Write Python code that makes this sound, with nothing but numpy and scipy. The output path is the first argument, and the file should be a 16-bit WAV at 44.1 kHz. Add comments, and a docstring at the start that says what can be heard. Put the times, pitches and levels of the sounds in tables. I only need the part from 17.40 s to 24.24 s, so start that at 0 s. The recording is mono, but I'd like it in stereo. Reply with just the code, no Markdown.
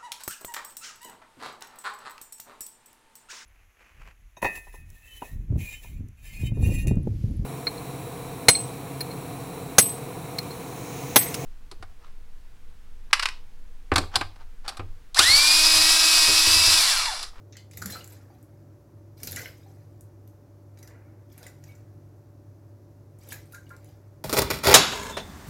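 """A small bird bathes in shallow water in a metal basin in a kitchen sink, heard on two close microphones.
Its wings slap the water about 23 times a second in short bouts: bursts of noise with a ringing cavity.
Low noise puffs are the air they push; damped sines make the spray, the gurgling churn and the plops.
Noise tails rattle in the basin and echo in the tiled kitchen, over wavering hum tones and a rush of air."""
import sys
import numpy as np
from scipy import signal
from scipy.fft import rfft, irfft
from scipy.io import wavfile
from scipy.ndimage import uniform_filter1d

SR = 44100
rng = np.random.default_rng(int(sys.argv[2]) if len(sys.argv) > 2 else 0)


def log_audio(samples):
    """Write samples as a 16-bit WAV file to the path given in sys.argv[1]."""
    # one column per channel
    frames = np.atleast_2d(samples).T
    # limit to full scale, then quantise
    limited = np.clip(frames, -1, 1)
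    pcm = np.round(limited * 32767).astype(np.int16)
    wavfile.write(sys.argv[1], SR, pcm)


N = 301644
TIME = np.arange(N) / SR

# mean lag of the splashes at the right microphone (s), and the recorder's upper band edge (Hz)
RIGHT_LAG_S, EDGE_HZ = 0.00009, 16300


def amp(db):
    """Decibels to gain."""
    return 10 ** (np.asarray(db) / 20)


def unit(x):
    """Scales to an rms of one."""
    return x / np.sqrt(np.mean(x ** 2) + 1e-20)


def read(points, hz):
    """Reads a table on a log-frequency axis."""
    f, value = np.transpose(points)
    return np.interp(np.log(hz + 1), np.log(f + 1), value)


def add(mix, s, sound):
    """Mixes a sound in at a given time in seconds."""
    part = mix[max(round(s * SR), 0):][:len(sound)]
    part += sound[:len(part)]


def drift(rate_hz):
    """Slow random motion of rms one."""
    hz = np.fft.rfftfreq(N, 1 / SR)
    return unit(irfft(rfft(rng.standard_normal(N)) * np.exp(-(hz / rate_hz) ** 2), N))


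def colour(x, points, size=4096):
    """Causal (minimum-phase) filter of unit energy with the given spectrum."""
    log_gain = np.log(amp(read(points, abs(np.fft.fftfreq(size, 1 / SR)))))
    taps = np.fft.ifft(np.exp(np.conj(signal.hilbert(log_gain)))).real
    return signal.oaconvolve(x, taps / np.linalg.norm(taps))[:N]


# Likeness of the two microphones. Each row: frequency in Hz, correlation.
MIC_LIKENESS = [(30,0.46),(90,0.73),(200,0.94),(400,0.62),(900,0.052)]


def pair(x):
    """Makes two unrelated channels alike in the bass, as at two close microphones."""
    spectra, hz = rfft(x), np.fft.rfftfreq(x.shape[1], 1 / SR)
    angle = np.arcsin(np.clip(read(MIC_LIKENESS, hz), -1, 1)) / 2
    return irfft(spectra * np.cos(angle) + spectra[::-1] * np.sin(angle), x.shape[1])


def stereo(source):
    """Two draws of a random source, made alike in the bass."""
    return pair(np.array([source(), source()]))


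# Spectrum of the rush of air. Each row: frequency in Hz, relative density in dB per Hz.
RUSH_COLOUR = [(20,-34),(55,-1.5),(90,1),(120,3),(200,-10),(320,0),(440,-10),(680,-13.5),(1200,-21),(3200,-37.5),(6000,-32),(8500,-39),(12500,-35),(16000,-38.5)]
# Lean of the rush across the microphones. Each row: frequency in Hz, left minus right in dB.
RUSH_LEAN = [(100,0.5),(300,-2.5),(700,-0.5),(2000,0)]
# Appliance hum. Each row: frequency in Hz, relative level in dB, left minus right in dB, waver share.
HUM_TONES = [(100.3,-58.5,3.5,0.092),(111.9,-62,3,0.91),(145.9,-62.5,-4.5,0.59),(580.2,-68,-1.5,0.01)]
# Rough level line of the lowest hum tone, which wavers in strength. Each row: time in seconds, gain in dB.
DEEP_TONE_LEVEL = [(.9,8),(.98,-4),(1.06,3.5),(1.35,8.5),(1.43,-6),(1.53,7.5)]


def background(floor_db, waver_hz):
    """An appliance hums with wavering tones in a soft rush of air."""
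    hz = np.fft.rfftfreq(N, 1 / SR)
    sides = np.array([[.5], [-.5]])
    rush_gain = amp(read(RUSH_COLOUR, hz) + sides * read(RUSH_LEAN, hz))
    noise = stereo(lambda: rng.standard_normal(N))
    rush = amp(floor_db) * unit(irfft(rfft(noise) * rush_gain, N))
    tones = []
    for tone_hz, db, lean_db, waver in HUM_TONES:
        swing = unit(abs(1 + waver * drift(waver_hz)))
        tone = unit(np.sin(2 * np.pi * tone_hz * TIME + waver * drift(waver_hz)))
        tones.append(amp(db + sides * lean_db) * swing * tone)
    deep_gain = amp(np.interp(TIME, *np.transpose(DEEP_TONE_LEVEL)))
    return rush + tones[0] * deep_gain + sum(tones[1:])


# Wings hitting the water. Each row: time in seconds, relative slap level in dB, relative treble share in dB,
# relative level of the pushed air in dB, decay time in seconds, ring of the cavity in Hz.
WINGBEATS = [(0.3718, -33, 2, -41.5, 0.0021, 3650), (0.4171, -38, 4, -44.5, 0.0038, 10900),
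             (0.4217, -31, -10, -42, 0.0027, 6700), (0.4578, -24.5, -2.5, -52, 0.002, 2060),
             (0.4993, -38, 4, -42, 0.0076, 5850), (1.832, -27.5, 6.5, -38, 0.00043, 5170),
             (1.8337, -23, 1, -53, 0.00061, 4800), (1.8717, -24.5, -3, -41.5, 0.0027, 4330),
             (1.9197, -28, 2, -52, 0.00075, 11500), (1.9607, -21, -5.5, -40.5, 0.0012, 6050),
             (5.888, -46, 5.5, -43.5, 0.0025, 12200), (5.9216, -37, 0, -57, 0.0035, 2600),
             (5.9272, -33.5, 3.5, -65, 0.0019, 13500)]
# Beak, head and feathers flicking through the water.
# Each row: time in seconds, relative level in dB, relative treble share in dB, decay time in seconds.
FLICKS = [(0.124, -39, -29, 0.0053), (0.167, -35.5, -14, 0.0047), (0.3105, -45, -7.5, .005),
          (.333, -43, -8, 0.0035), (.721, -48.5, -1.5, 0.0074), (1.801, -47.5, 2, 0.0025),
          (1.9105, -47, 14, 0.0027), (1.927, -31.5, -23, 0.0024), (3.373, -52.5, -2, 0.0036),
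          (3.387, -53, 0, 0.0043), (3.427, -49, 1, 0.005), (3.4739, -44, -4, 0.0026),
          (3.923, -60, 8, 0.0052), (3.977, -46.5, 0, 0.0053), (4.0298, -42.5, -3, 0.0019),
          (4.0659, -45, 3.5, .0032), (4.08, -45, -7, 0.0022), (4.238, -47.5, -2.5, 0.0024),
          (4.349, -58.5, -3, .006), (5.787, -59, 6, 0.0031), (6.122, -49, 8, 0.005),
          (6.144, -46.5, 1.5, 0.0065), (6.2923, -57, 6.5, 0.002)]
# Single drops ticking on the basin and the water.
# Each row: time in seconds, relative level in dB, relative treble share in dB.
DRIPS = [(.643, -42, 9), (0.676, -48, 13), (1.0277, -67, 21), (1.895, -41, 2), (1.993, -37, -13),
         (2.609, -52, 12.5), (2.876, -51.5, 5.5), (6.3655, -49.5, 4), (6.445, -54, 10)]


def impacts(drip_decay_s=0.00077):
    """All impacts as (s, dB, treble dB, decay s, ring Hz); only wings open a ringing cavity."""
    beats = [(s, db, treble, decay, ring) for s, db, treble, _, decay, ring in WINGBEATS]
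    flicks = [(*row, None) for row in FLICKS]
    drips = [(s, db, treble, drip_decay_s, None) for s, db, treble in DRIPS]
    return beats + flicks + drips


# Spectrum shared by all impacts. Each row: frequency in Hz, relative density in dB per Hz.
SLAP_COLOUR = [(300,-35),(800,-17),(1050,-12.5),(1400,-3),(2050,5),(3100,-4.5),(4100,3.5),(5200,4),(7200,7),(8400,-3),(12500,1.5),(16000,-8)]


def slaps(gain_db, treble_db, split_hz, grain_db, rattle_db, rattle_s, lumps_db, lump_hz,
          ring_db, ring_octaves, rise_share=0.25, size=5000):
    """Each stroke is a sharp cluster of water impacts, which rattles on between the basin walls."""
    out, t, hz = np.zeros((2, N)), TIME[:size], np.fft.rfftfreq(size, 1 / SR)
    treble = 1 / (1 + (split_hz / (hz + 1)) ** 10)
    knots = np.arange(0, SR / 2, lump_hz)
    for s, db, bright_db, decay, ring_hz in impacts():
        shape = np.exp(-t / decay) * (1 - np.exp(-t / (decay * rise_share)))
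        lumps, hiss, ragged = rng.standard_normal((3, size))
        # a wing's cavity has one broad ring; every impact has many small resonances
        ring = np.exp(-(np.log2((knots + 1) / ring_hz) / ring_octaves) ** 2) if ring_hz else 0
        cavity = np.column_stack([knots, ring_db * ring + lumps_db * lumps[:len(knots)]])
        # impacts come in clumps a fraction of a millisecond long
        clumps = amp(grain_db * unit(uniform_filter1d(ragged, size=16)))
        crack = unit(hiss * clumps * shape)
        tilt_db = (bright_db + treble_db) * treble
        tilt = np.column_stack([hz, tilt_db])
        # crack and filter have unit energy, so the level restores that of the shape and the tilt
        level = amp(db + gain_db) * np.sqrt(np.mean(shape ** 2) * np.mean(amp(tilt_db) ** 2))
        # strokes land all over the basin, so the lag between the microphones varies
        for channel, lag in zip(out, (0, RIGHT_LAG_S * 2 * rng.random())):
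            rattle_shape = np.exp(-t / rattle_s) * (1 - np.exp(-t / decay))
            rattle = unit(rng.standard_normal(size) * rattle_shape)
            ringing = colour(crack + amp(rattle_db) * rattle, cavity)[:size]
            add(channel, s + lag, level * colour(ringing, tilt))
    return pair(np.array([colour(channel, SLAP_COLOUR) for channel in out]))


def bubble(hz, decay, rise):
    """A damped sine whose pitch rises as the bubble nears the surface."""
    t = np.arange(0, 10 * max(decay, 1 / SR), 1 / SR)
    pitch = hz * (1 + rise * (np.tanh(t / decay / 2) - .5))
    fade = np.exp(-t / decay) * (1 - np.exp(-t * hz))
    return np.sin(2 * np.pi * np.cumsum(pitch) / SR) * fade


# The largest air pockets, ringing as the water closes over them.
# Each row: time in seconds, relative level in dB, pitch in Hz, decay time in seconds.
BUBBLES = [(.155, -44.5, 1990, .003), (.418, -32, 1474, 0.0037), (0.4226, -27, 1380, 0.0036),
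           (0.452, -35.5, 200.5, 0.033), (0.498, -34, 1700, 0.0023), (0.522, -34.5, 4115, 0.014),
           (0.551, -37, 1490, 0.0039), (.556, -29.5, 1315, 0.0045), (.607, -40.5, 2900, 0.0051),
           (.901, -45.5, 817, 0.0046), (.918, -51, 740, .009), (1.876, -31, 4030, .003),
           (1.969, -26.5, 1975, 0.0035), (1.981, -33.5, 1610, 0.004), (1.994, -30, 2044, 0.0052),
           (2.057, -27.5, 2110, 0.0035), (2.058, -35, 2910, 0.0028), (2.262, -47, 777, 0.0086),
           (3.475, -48, 2020, 0.0029), (4.065, -35.5, 2020, 0.0027), (4.289, -51, 2250, 0.016),
           (5.921, -33.5, 950, .0016), (5.922, -24.5, 1675, 0.0014), (5.963, -46, 2026, .007),
           (6.266, -52, 2890, 0.0039), (6.135, -44.5, 1420, 0.02), (6.146, -39.5, 1620, 0.0078),
           (6.172, -47.5, 1570, 0.025), (6.3048, -41.5, 1618, .006), (6.308, -40.5, 1403, 0.014),
           (6.315, -51.5, 1052, 0.026)]


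def plops(gain_db, rise, shard_db, scatter, linger, shard_s, count=8):
    """Each large bubble rings and sheds short-lived shards of nearby pitch."""
    out = np.zeros((2, N))
    for s, db, hz, decay in BUBBLES:
        for channel, lag in zip(out, (0, RIGHT_LAG_S)):
            add(channel, s + lag, amp(db + gain_db) * bubble(hz, decay, rise))
            for late, detune in rng.random((count, 2)):
                shard_hz = hz * np.exp(scatter * (2 * detune - 1))
                shard = bubble(shard_hz, min(decay / 2, shard_s), rise)
                level = amp(db + gain_db + shard_db) * np.exp(-late)
                add(channel, s + late * linger * decay, level * shard)
    return out


# Spectrum of the pushed air. Each row: frequency in Hz, relative density in dB per Hz.
PUFF_COLOUR = [(20,-26),(55,-4.5),(90,5.5),(140,-3),(480,-12),(800,-20),(1600,-40)]


def wing_puffs(gain_db, swell_s, fade_s):
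    """Each wing beat pushes a low puff of air that swells into the slap and fades after it."""
    puffs = sum(amp(db) * np.exp(-np.maximum((s - TIME) / swell_s, (TIME - s) / fade_s))
                for s, _, _, db, _, _ in WINGBEATS)
    return amp(gain_db) * puffs * stereo(lambda: colour(rng.standard_normal(N), PUFF_COLOUR))


def droplets(per_s, low_hz, high_hz, cycles, spread_db, count=36):
    """A steady rain of tiny bubbles of many sizes, rms one."""
    chance, kind = rng.random(N), rng.integers(0, count, N)
    size = np.minimum(rng.exponential(1, N), np.pi)
    grains = [bubble(hz, cycles * rng.uniform(0.74, 2.85) / hz, 0.088)
              for hz in np.geomspace(low_hz, high_hz, count)]
    out = np.zeros(N)
    for i in np.flatnonzero(chance < per_s / SR):
        grain = grains[kind[i]]
        add(out, i / SR, amp(spread_db * size[i]) * grain / len(grain))
    return unit(out)


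def surge(start, crest, t60, depth_db, bend, trickle_db, trickle_db_per_s):
    """Gain over one bout: the water builds up to a crest, falls back quickly and trickles on."""
    progress = np.clip((TIME - start) / (crest - start), 0, 1)
    after = np.maximum(TIME - crest, 0)
    fall = np.exp(-np.log(1000) * after / t60)
    settling = np.maximum(fall, amp(trickle_db - trickle_db_per_s * after))
    build_up = amp(depth_db * (progress ** bend - 1))
    return uniform_filter1d((TIME > start) * build_up * settling, size=600)


# Bouts of bathing, for the spray and the churn. Each row: start in seconds, crest of the spray in seconds,
# settling t60 of the spray in seconds, relative spray level in dB, relative churn level in dB.
BOUTS = [(0.348, 0.519, 0.38, -39, -45), (0.68, 0.7, 0.12, -54, -60), (1.773, 1.991, 0.41, -37, -46.5),
         (3.337, 3.462, 0.93, -75, -53.5), (3.896, 4.036, 0.19, -47.5, -52),
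         (4.22, 4.268, 0.41, -57.5, -61), (5.805, 5.91, 0.15, -40, -50), (6.273, 6.31, 0.11, -58, -54),
         (6.39, 6.462, 0.3, -58.5, -73)]
# Spectrum of the spray. Each row: frequency in Hz, relative density in dB per Hz.
SPRAY_COLOUR = [(800,-52),(2000,12.5),(2900,3),(4100,7),(5200,9.5),(6600,8),(8400,4),(12000,13.5),(16000,7)]


def spray(gain_db, tinkle_db):
    """Flung drops tick on the water and the basin wall; some trap a tiny bubble that tinkles."""
    ticks = droplets(per_s=910, low_hz=2510, high_hz=15700, cycles=3.8, spread_db=2.8)
    tinkles = droplets(per_s=220, low_hz=2205, high_hz=8760, cycles=14.8, spread_db=3.5)
    thrown = sum(amp(db) * surge(start, crest, t60, depth_db=17.5, bend=6.6,
                                 trickle_db=-16, trickle_db_per_s=44.5)
                 for start, crest, t60, db, _ in BOUTS)
    return amp(gain_db) * thrown * unit(colour(ticks + amp(tinkle_db) * tinkles, SPRAY_COLOUR))


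# Spectrum of the churn. Each row: frequency in Hz, relative density in dB per Hz.
CHURN_COLOUR = [(200,-52),(400,5.5),(650,4.5),(1050,-3.5),(1450,-0.5),(2100,-1),(2800,-15),(4500,-30)]


def churn(gain_db, lag_s, linger):
    """Stirred water gurgles with mid-sized bubbles; it crests after the spray and settles more slowly."""
    gurgle = droplets(per_s=800, low_hz=450.9, high_hz=3093, cycles=12, spread_db=2.5)
    stirred = sum(amp(db) * surge(start, crest + lag_s, t60 * linger, depth_db=21, bend=0.52,
                                  trickle_db=-13.0, trickle_db_per_s=28.0)
                  for start, crest, t60, _, db in BOUTS)
    return amp(gain_db) * stirred * unit(colour(gurgle, CHURN_COLOUR))


# Echo of the tiled kitchen. Each row: frequency in Hz, t60 in seconds.
KITCHEN_T60 = [(200,0.25),(1400,0.24),(3500,0.3),(9000,0.24),(16000,0.22)]


def kitchen(x, room_db, dull_db, change_s=0.033, size=22050, count=4):
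    """Adds the dulled noise tail of a small tiled room; the echoes change as the bird moves about."""
    out = x
    for turn in range(count):
        hz, when, z = signal.stft(stereo(lambda: rng.standard_normal(size)), SR, nperseg=256)
        z = z * amp(dull_db * hz / EDGE_HZ)[:, None]
        decay = np.exp(-np.log(1000) * when / read(KITCHEN_T60, hz)[:, None])
        tail = signal.istft(z * decay, SR)[1][:, :size]
        # the tails take turns, each crossfading into the next
        away = abs((TIME / change_s + turn) % count - count / 2)
        share = np.cos(np.pi / 2 * np.minimum(away, 1))
        echo = signal.oaconvolve(x * share, tail / np.linalg.norm(tail[0]), axes=1)[:, :N]
        out = out + amp(room_db) * echo
    return out


def scene():
    """The splashes in their basin and room, the puffs of the wings and the hum."""
    water = slaps(gain_db=4.0, treble_db=4.0, split_hz=7240, grain_db=4.5, rattle_db=-9, rattle_s=0.0072,
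                  lumps_db=3.5, lump_hz=331.4, ring_db=7, ring_octaves=0.25)
    # thrown water comes down in uneven showers
    showers = amp(2 * drift(rate_hz=70))
    water = water + stereo(lambda: showers * spray(gain_db=-4.0, tinkle_db=1.5)
                           + churn(gain_db=-4.0, lag_s=0.04, linger=1.07))
    water = water + plops(gain_db=0.5, rise=0.017, shard_db=-6, scatter=0.387, linger=2.8, shard_s=0.0025)
    # the water is 1 dB stronger at the left microphone
    wet = kitchen(water, room_db=-2.5, dull_db=-1.5) * amp([[.5], [-.5]])
    puffs = wing_puffs(gain_db=-7.0, swell_s=0.013, fade_s=0.071)
    return wet + puffs + background(floor_db=-54.0, waver_hz=5.7)


def record(dry):
    """The recorder's band limit, a steep low-pass."""
    low_pass = signal.firwin(255, EDGE_HZ, window=("kaiser", 9), fs=SR)
    return signal.oaconvolve(dry, low_pass[None], "same")


dry = scene()
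out = record(dry)
log_audio(out)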